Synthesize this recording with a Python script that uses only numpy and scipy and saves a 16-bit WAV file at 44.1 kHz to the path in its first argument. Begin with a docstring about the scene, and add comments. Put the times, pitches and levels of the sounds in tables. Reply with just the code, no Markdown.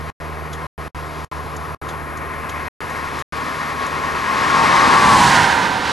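"""A car passes an idling vehicle

A parked vehicle idles beside a country road while a car comes from far left, passes close by and
leaves to the right. Its tyres sing near 1 kHz over rumble and hiss, and drop in pitch as it goes by.
Faint high ticks sound in the field, over a soft drone, a light breeze and a thin, high hiss.
The sound cuts out seven times, for about a tenth of a second each."""
import sys
import numpy as np
from scipy import signal
from scipy.fft import rfft, irfft, next_fast_len
from scipy.io import wavfile
from scipy.ndimage import uniform_filter1d, map_coordinates

SR = 44100
rng = np.random.default_rng(int(sys.argv[2]) if len(sys.argv) > 2 else 0)


def generate_wav(sig):
    """Save sig (samples, or channels by samples) to the path in sys.argv[1] as 16-bit PCM at SR."""
    pcm = np.round(np.clip(np.atleast_2d(sig).T, -1, 1) * 32767).astype(np.int16)
    wavfile.write(sys.argv[1], SR, pcm)


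N = 261051
TIME = np.arange(N) / SR
PASS_S, SPEED_M_S, ROAD_M = 5.22, 31.64, 7.2  # the car's nearest moment, speed and nearest distance


def passing_car(flutter_db=0.7, sound_speed_m_s=343):
    """Tyre, body and air noise sweep left to right, bent in pitch by the changing travel time."""
    ahead = SPEED_M_S * (PASS_S - TIME)  # metres up the road
    distance = np.hypot(ahead, ROAD_M)
    bearing = ahead / distance  # 1 coming, 0 abreast, -1 going
    sound = rolling_noise(ahead) + close_air(ahead, distance)
    sound *= amp(flutter_db * drift(19))  # uneven asphalt and moving air
    mach = SPEED_M_S / sound_speed_m_s
    doppler = (1 - mach) / (1 - bearing * mach)  # pitch ratio, 1 when head-on
    heard = np.array([map_coordinates(row, [np.cumsum(doppler)], order=3, mode="mirror")
                      for row in sound])
    return place_in_stereo(heard, leftness=(1 + bearing) / 2)


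# The colours of the car's four noise layers, head-on. Each row: frequency in Hz, relative level in dB.
TYRE_SONG = [(450, -27), (720, -14), (850, -7.5), (950, -3), (1070, 2.5), (1160, -5), (1240, -3.5),
             (1330, -5), (1500, -8), (2000, -51)]
TYRE_RUSH = [(1000, -43), (1330, -19.5), (1440, -2), (1540, -11), (1650, 0.5), (1750, -2.5), (1860, 2),
             (1990, -4.5), (2130, -1.5), (2360, -8), (2460, -7), (2800, -15), (4200, -35.5)]
BODY_RUMBLE = [(25, -22), (55, -12), (100, -4.5), (230, 0), (340, -0.1), (470, -1.5), (650, -1),
               (900, -17.5), (1500, -39.5)]
ROAD_HISS = [(1500, -23.5), (2500, 2), (3200, 3), (4800, 0), (6500, -5.5), (8500, -12.5), (11500, -19.5),
             (15000, -45)]
# How each layer carries. Each lists: level abreast in dB, extra dB coming, extra dB going, dB lost
# far up the road, dB lost per doubling of distance, place ahead of the car's middle in metres.
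SONG_CARRY = (-16, 4.5, -4, 6, 4, 4.5)
RUSH_CARRY = (-18, 9, 6, 2.38, 6, 1)
RUMBLE_CARRY = (-21, 4, -1.5, 5, 4.5, 4.5)
HISS_CARRY = (-20.5, 2.5, 1.5, 5, 6, 1)
# The upper layers swell and sink. Each row: time in seconds, rush gain in dB, hiss gain in dB.
SWELLS = [(0, 0, 4.5), (.5, -1, -.5), (1.2, -3.5, 3.5), (1.7, -5.5, -1.5), (2.2, -1.5, -4.5), (2.7, 0, 0.5),
          (3.2, -2, 2.5), (4.1, -3, 0.5), (4.76, -0.5, 1.5), (4.98, -2.5, -2.5), (5.33, 1, 0.4),
          (5.68, -6, -3.5), (5.86, -2.5, 6.5)]

def rolling_noise(ahead):
    """The tyres sing, rush and hiss over the body's rumble; each layer carries in its own way."""
    rush_db, hiss_db = curves(SWELLS)
    tread = tread_tones(ahead)
    song = carry_gain(ahead, *SONG_CARRY) * (coloured(TYRE_SONG) + tread)
    rush = carry_gain(ahead, *RUSH_CARRY) * amp(rush_db) * coloured(TYRE_RUSH)
    rumble = carry_gain(ahead, *RUMBLE_CARRY) * coloured(BODY_RUMBLE)
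    hiss = carry_gain(ahead, *HISS_CARRY) * amp(hiss_db) * coloured(ROAD_HISS)
    return song + rush + rumble + hiss


# The notes of the tread pattern, head-on. Each row: pitch in Hz, waver width in Hz,
# level against the tyre song in dB, reach up the road in metres.
TREAD_TONES = [(806.5, 19.2, -10.5, 27), (913.5, 13.8, -5.5, 22), (1040, 21, -11, 300), (1103, 5.5, -3, 53),
               (1093, 26.1, 0, 7), (1188, 13.9, 0, 13), (1197, 9.9, -12.5, 130), (1630, 22, -13, 150)]

def tread_tones(ahead, flutter_db=2, behind_m=10.3):
    """The tread throws its tones along the lane: clear as the car nears, soon gone behind it."""
    tones = np.zeros((2, N))
    for hz, width_hz, db, reach_m in TREAD_TONES:
        remoteness = ahead / np.where(ahead > 0, reach_m, behind_m)
        level = amp(db + flutter_db * drift(11.5)) / np.hypot(1, remoteness ** 2)
        tones += level * wavering_tone(hz, width_hz)
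    return tones


def close_air(ahead, distance, fizz_db=-26, fizz_hz=6800, push_db=-22, push_hz=250, lead_m=2.6):
    """Fine fizz and the low rush of air pushed ahead of the car, heard only at close range."""
    fizz = noise(lambda hz: (hz / fizz_hz) ** 3 / (1 + (hz / fizz_hz) ** 6))
    push = noise(lambda hz: hz / push_hz / (1 + (hz / push_hz) ** 7))
    fizz *= amp(fizz_db) * (ROAD_M / distance) ** 3
    push *= amp(push_db) * (ROAD_M / np.hypot(ahead - lead_m, ROAD_M)) ** 3
    return fizz + push


def carry_gain(ahead, abreast_db, coming_db, going_db, shade_db, doubling_db, lead_m):
    """Car noise spreads, is thrown along the lane, and is shaded by ground cover far up the road."""
    clear_m, clearing_m = 24.9, 2.58  # where the car comes clear of the cover, and how gradually
    distance = np.hypot(ahead - lead_m, ROAD_M)
    thrown_db = np.where(ahead > lead_m, coming_db, going_db) * ((ahead - lead_m) / distance) ** 2
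    shaded = (1 + np.tanh((ahead - clear_m) / (2 * clearing_m))) / 2
    return amp(abreast_db + thrown_db - shade_db * shaded - doubling_db * np.log2(distance / ROAD_M))


# The idle sags and softens. Each row: time in seconds, firing rate in Hz, hum level in dB.
IDLE = [(0, 77.9, -32), (1.2, 77.2, -33.5), (2.2, 76.35, -35.5), (3.2, 76.08, -38.5), (4.2, 75.7, -37),
        (5.92, 76.1, -40)]
# The partials of the hum. Each row: multiple of the firing rate, relative level in dB.
ENGINE_ORDERS = [(1, 1), (1.5, -39), (2, -2.5), (3, -15.5), (4, -16), (5, -22), (6, -11.5)]
# The colour of the fan and block noise. Each row: frequency in Hz, relative level in dB.
ENGINE_WASH = [(20, -14), (45, -14), (70, 0), (120, -1), (200, -14), (420, -1.5), (560, -7), (700, -3.5),
               (1400, -17), (2400, -23.5), (5000, -43)]

def idling_engine(wander=0.004, uneven_db=0.7, wash_db=-35.5, throb=0.19):
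    """Firing harmonics waver a little, over fan and block noise that throbs with each firing."""
    firing_hz, level_db = curves(IDLE)
    phase = 2 * np.pi * np.cumsum(firing_hz * (1 + wander * drift(8.5))) / SR
    hum = np.zeros(N)
    for order, db in ENGINE_ORDERS:
        level = amp(db - uneven_db * drift(4.5))
        hum += level * np.cos(order * phase + 2 * np.pi * rng.random())
    direct_hum = np.array([amp(level_db) * unit(hum), np.zeros(N)])
    wash = amp(wash_db) * coloured(ENGINE_WASH) * (1 + throb * np.cos(phase))
    return place_in_stereo(direct_hum, leftness=0.9) + place_in_stereo(wash, leftness=0.8)


# Ticks in the field. Each row: start in seconds, level in dB, decay in seconds, low cut in Hz.
TICKS = [(0.526, -33.5, 0.016, 2700), (1.243, -33, .006, 3970), (1.561, -34.5, 0.0055, 3930),
         (1.884, -33, .012, 2700), (2.168, -36, 0.0065, 4040), (2.489, -32, .01, 2700),
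         (2.896, -37, .005, 3500), (3.187, -33.5, 0.016, 2700), (3.86, -32.5, .008, 3200)]
# Their thin, bright colour. Each row: frequency in Hz, relative level in dB.
TICK_COLOUR = [(2000, -7), (3300, 5.5), (4200, -3.5), (5500, -5), (7000, 1), (8000, -14), (11500, -8.5)]

def field_ticks(rise_s=0.0068):
    """Short dry rasps, perhaps an insect in the grass."""
    out = np.zeros(N)
    for start, db, decay, low_hz in TICKS:
        age = np.maximum(TIME - start, 0)
        envelope = np.minimum(age / rise_s, 1) * np.exp(-np.maximum(age - rise_s, 0) / decay)
        rasp = noise(lambda hz: amp(spectra(TICK_COLOUR, hz)[0]) / (1 + (low_hz / (hz + 1)) ** 10))
        out += amp(db) * envelope * rasp[0]
    return out


def faint_drone():
    """A soft, nearly steady tone that comes up about halfway through."""
    level_db = np.interp(TIME, [0, 2.6, 3.2, 5.92], [-60, -54, -45, -44])
    return place_in_stereo(amp(level_db) * wavering_tone(hz=250, width_hz=0.96), leftness=0.64)


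def breeze(level_db=-52, corner_hz=45):
    """Light wind rumbles on each microphone port separately."""
    return amp(level_db) * noise(lambda hz: 1 / (1 + (hz / corner_hz) ** 2))


# The colour of the high hiss. Each row: frequency in Hz, relative level in dB.
HIGH_HISS_COLOUR = [(1500, -16), (3000, -8), (5000, -10), (8000, -14), (9800, -11), (10800, 0), (12000, 0),
                    (12600, -40)]
# Its slow rise and fall. Each row: time in seconds, level in dB.
HIGH_HISS_LEVEL = [(0, -53.5), (3.3, -49), (5.92, -51)]

def high_hiss():
    """A thin, high, centred hiss that slowly swells, then eases."""
    return amp(curves(HIGH_HISS_LEVEL)[0]) * coloured(HIGH_HISS_COLOUR)[0]


# The stereo image. Each row: frequency in Hz, left-over-right level in dB and left phase lead in
# radians for a source at far left, the same two for far right, likeness of the channels from 0 to 1.
STEREO_IMAGE = [(69.7, -5, 1.23, 1, 0.21, 0.99), (200, -4, 0.61, -1.5, -0.15, 0.98),
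                (500, -1.2, 1, -2.5, -0.44, 1), (1070, 4, 0.88, -7, -0.92, 0.89),
                (2100, 5.5, 1.21, -8, -0.21, 1)]

def place_in_stereo(pair, leftness, mono_above_hz=2365):
    """Places the lows and mids between far right (0) and far left (1); the treble stays centred."""
    hz, times, (direct, diffuse) = signal.stft(pair, SR, nperseg=1024)
    left_db, left_lead, right_db, right_lead, likeness = (c[:, None] for c in spectra(STEREO_IMAGE, hz))
    pan = np.interp(times, TIME, leftness * np.ones(N))
    width = 1 / (1 + (hz[:, None] / mono_above_hz) ** 20)
    balance_db = width * (pan * left_db + (1 - pan) * right_db)
    lead = width * (pan * left_lead + (1 - pan) * right_lead)
    tilt = amp(balance_db / 2) * np.exp(.5j * lead)
    side = diffuse * width * np.sqrt((1 - np.clip(likeness, 0, 1)) / 2)
    channels = np.array([(direct + side) * tilt, (direct - side) / tilt])
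    return signal.istft(channels, SR, nperseg=1024)[1][:, :N]


def wavering_tone(hz, width_hz):
    """Two unrelated tones of steady strength; more width makes the pitch waver further and faster."""
    wobble_hz = 1.5 * width_hz * noise(lambda f: np.exp(-(f / (4 * width_hz)) ** 2))
    turns = np.cumsum(hz + wobble_hz, axis=1) / SR + rng.random((2, 1))
    return unit(np.cos(2 * np.pi * turns))


def noise(gain):
    """Two unrelated noises, shaped by gain(Hz) and scaled to rms 1."""
    size = next_fast_len(N)
    white = rfft(rng.standard_normal((2, size)))
    return unit(irfft(white * gain(np.fft.rfftfreq(size, 1 / SR)), size)[:, :N])


def coloured(points):
    """A noise pair with a colour of (Hz, dB) points."""
    return noise(lambda hz: amp(spectra(points, hz)[0]))


def drift(rate_hz, hop=100):
    """A slow random wander of rms 1, rolling off above the given rate."""
    times = TIME[::hop]
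    lowpass = np.exp(-(np.fft.rfftfreq(len(times), hop / SR) / rate_hz) ** 2)
    slow = irfft(rfft(rng.standard_normal(len(times))) * lowpass, len(times))
    return np.interp(TIME, times, unit(slow))


def curves(rows):
    """Each column of a table of (seconds, ..) rows, at every sample."""
    times, *columns = np.transpose(rows)
    return [np.interp(TIME, times, c) for c in columns]


def spectra(rows, hz):
    """Each column of a table of (Hz, ..) rows, on a log-frequency axis."""
    row_hz, *columns = np.transpose(rows)
    return [np.interp(np.log(hz + 1), np.log(row_hz), c) for c in columns]


def amp(db):
    """Decibels to gain."""
    return 10 ** (np.asarray(db) / 20)


def unit(x):
    """Scales to rms 1."""
    return x / np.sqrt(np.mean(x ** 2) + 1e-20)


def scene():
    """The car, the parked engine and the ticks, over a quiet bed of drone, breeze and hiss."""
    bed = faint_drone() + breeze() + high_hiss()
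    return passing_car() + idling_engine() + field_ticks() + bed


# Holes in the sound. Each row: start in seconds, end in seconds, seconds for which a remnant lingers.
DROPOUTS = [(.1023, .2015, .018), (.6678, .7791, 0), (.8812, .9472, .022), (1.2484, 1.3142, .027),
            (1.7488, 1.815, .02), (2.6838, 2.805, 0), (3.2237, 3.3238, 0)]

def record(dry, remnant_db=-21, limit_db=-8.0, ceiling=0.96, top_hz=11930):
    """Abrupt dropouts, some with a faint dying remnant; then a quick limiter, soft clip and high cut."""
    gate = np.ones(N)
    for start, end, linger in DROPOUTS:
        lost = (TIME >= start) & (TIME < end)
        gate[lost] = amp(remnant_db) * np.exp(-((TIME[lost] - start) / linger) ** 4) if linger else 0
    gated = dry * uniform_filter1d(gate, size=12)
    power = uniform_filter1d(gated ** 2, size=400).max(axis=0)  # the louder channel, over 9 ms
    limited = gated / (1 + (power / amp(limit_db) ** 2) ** 3) ** (1 / 6)
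    rounded = limited / (1 + (limited / ceiling) ** 8) ** (1 / 8)
    lowpass = signal.firwin(401, top_hz, window=("kaiser", 8), fs=SR)
    return signal.oaconvolve(rounded, lowpass[None], "same")


dry = scene()
out = record(dry)
generate_wav(out)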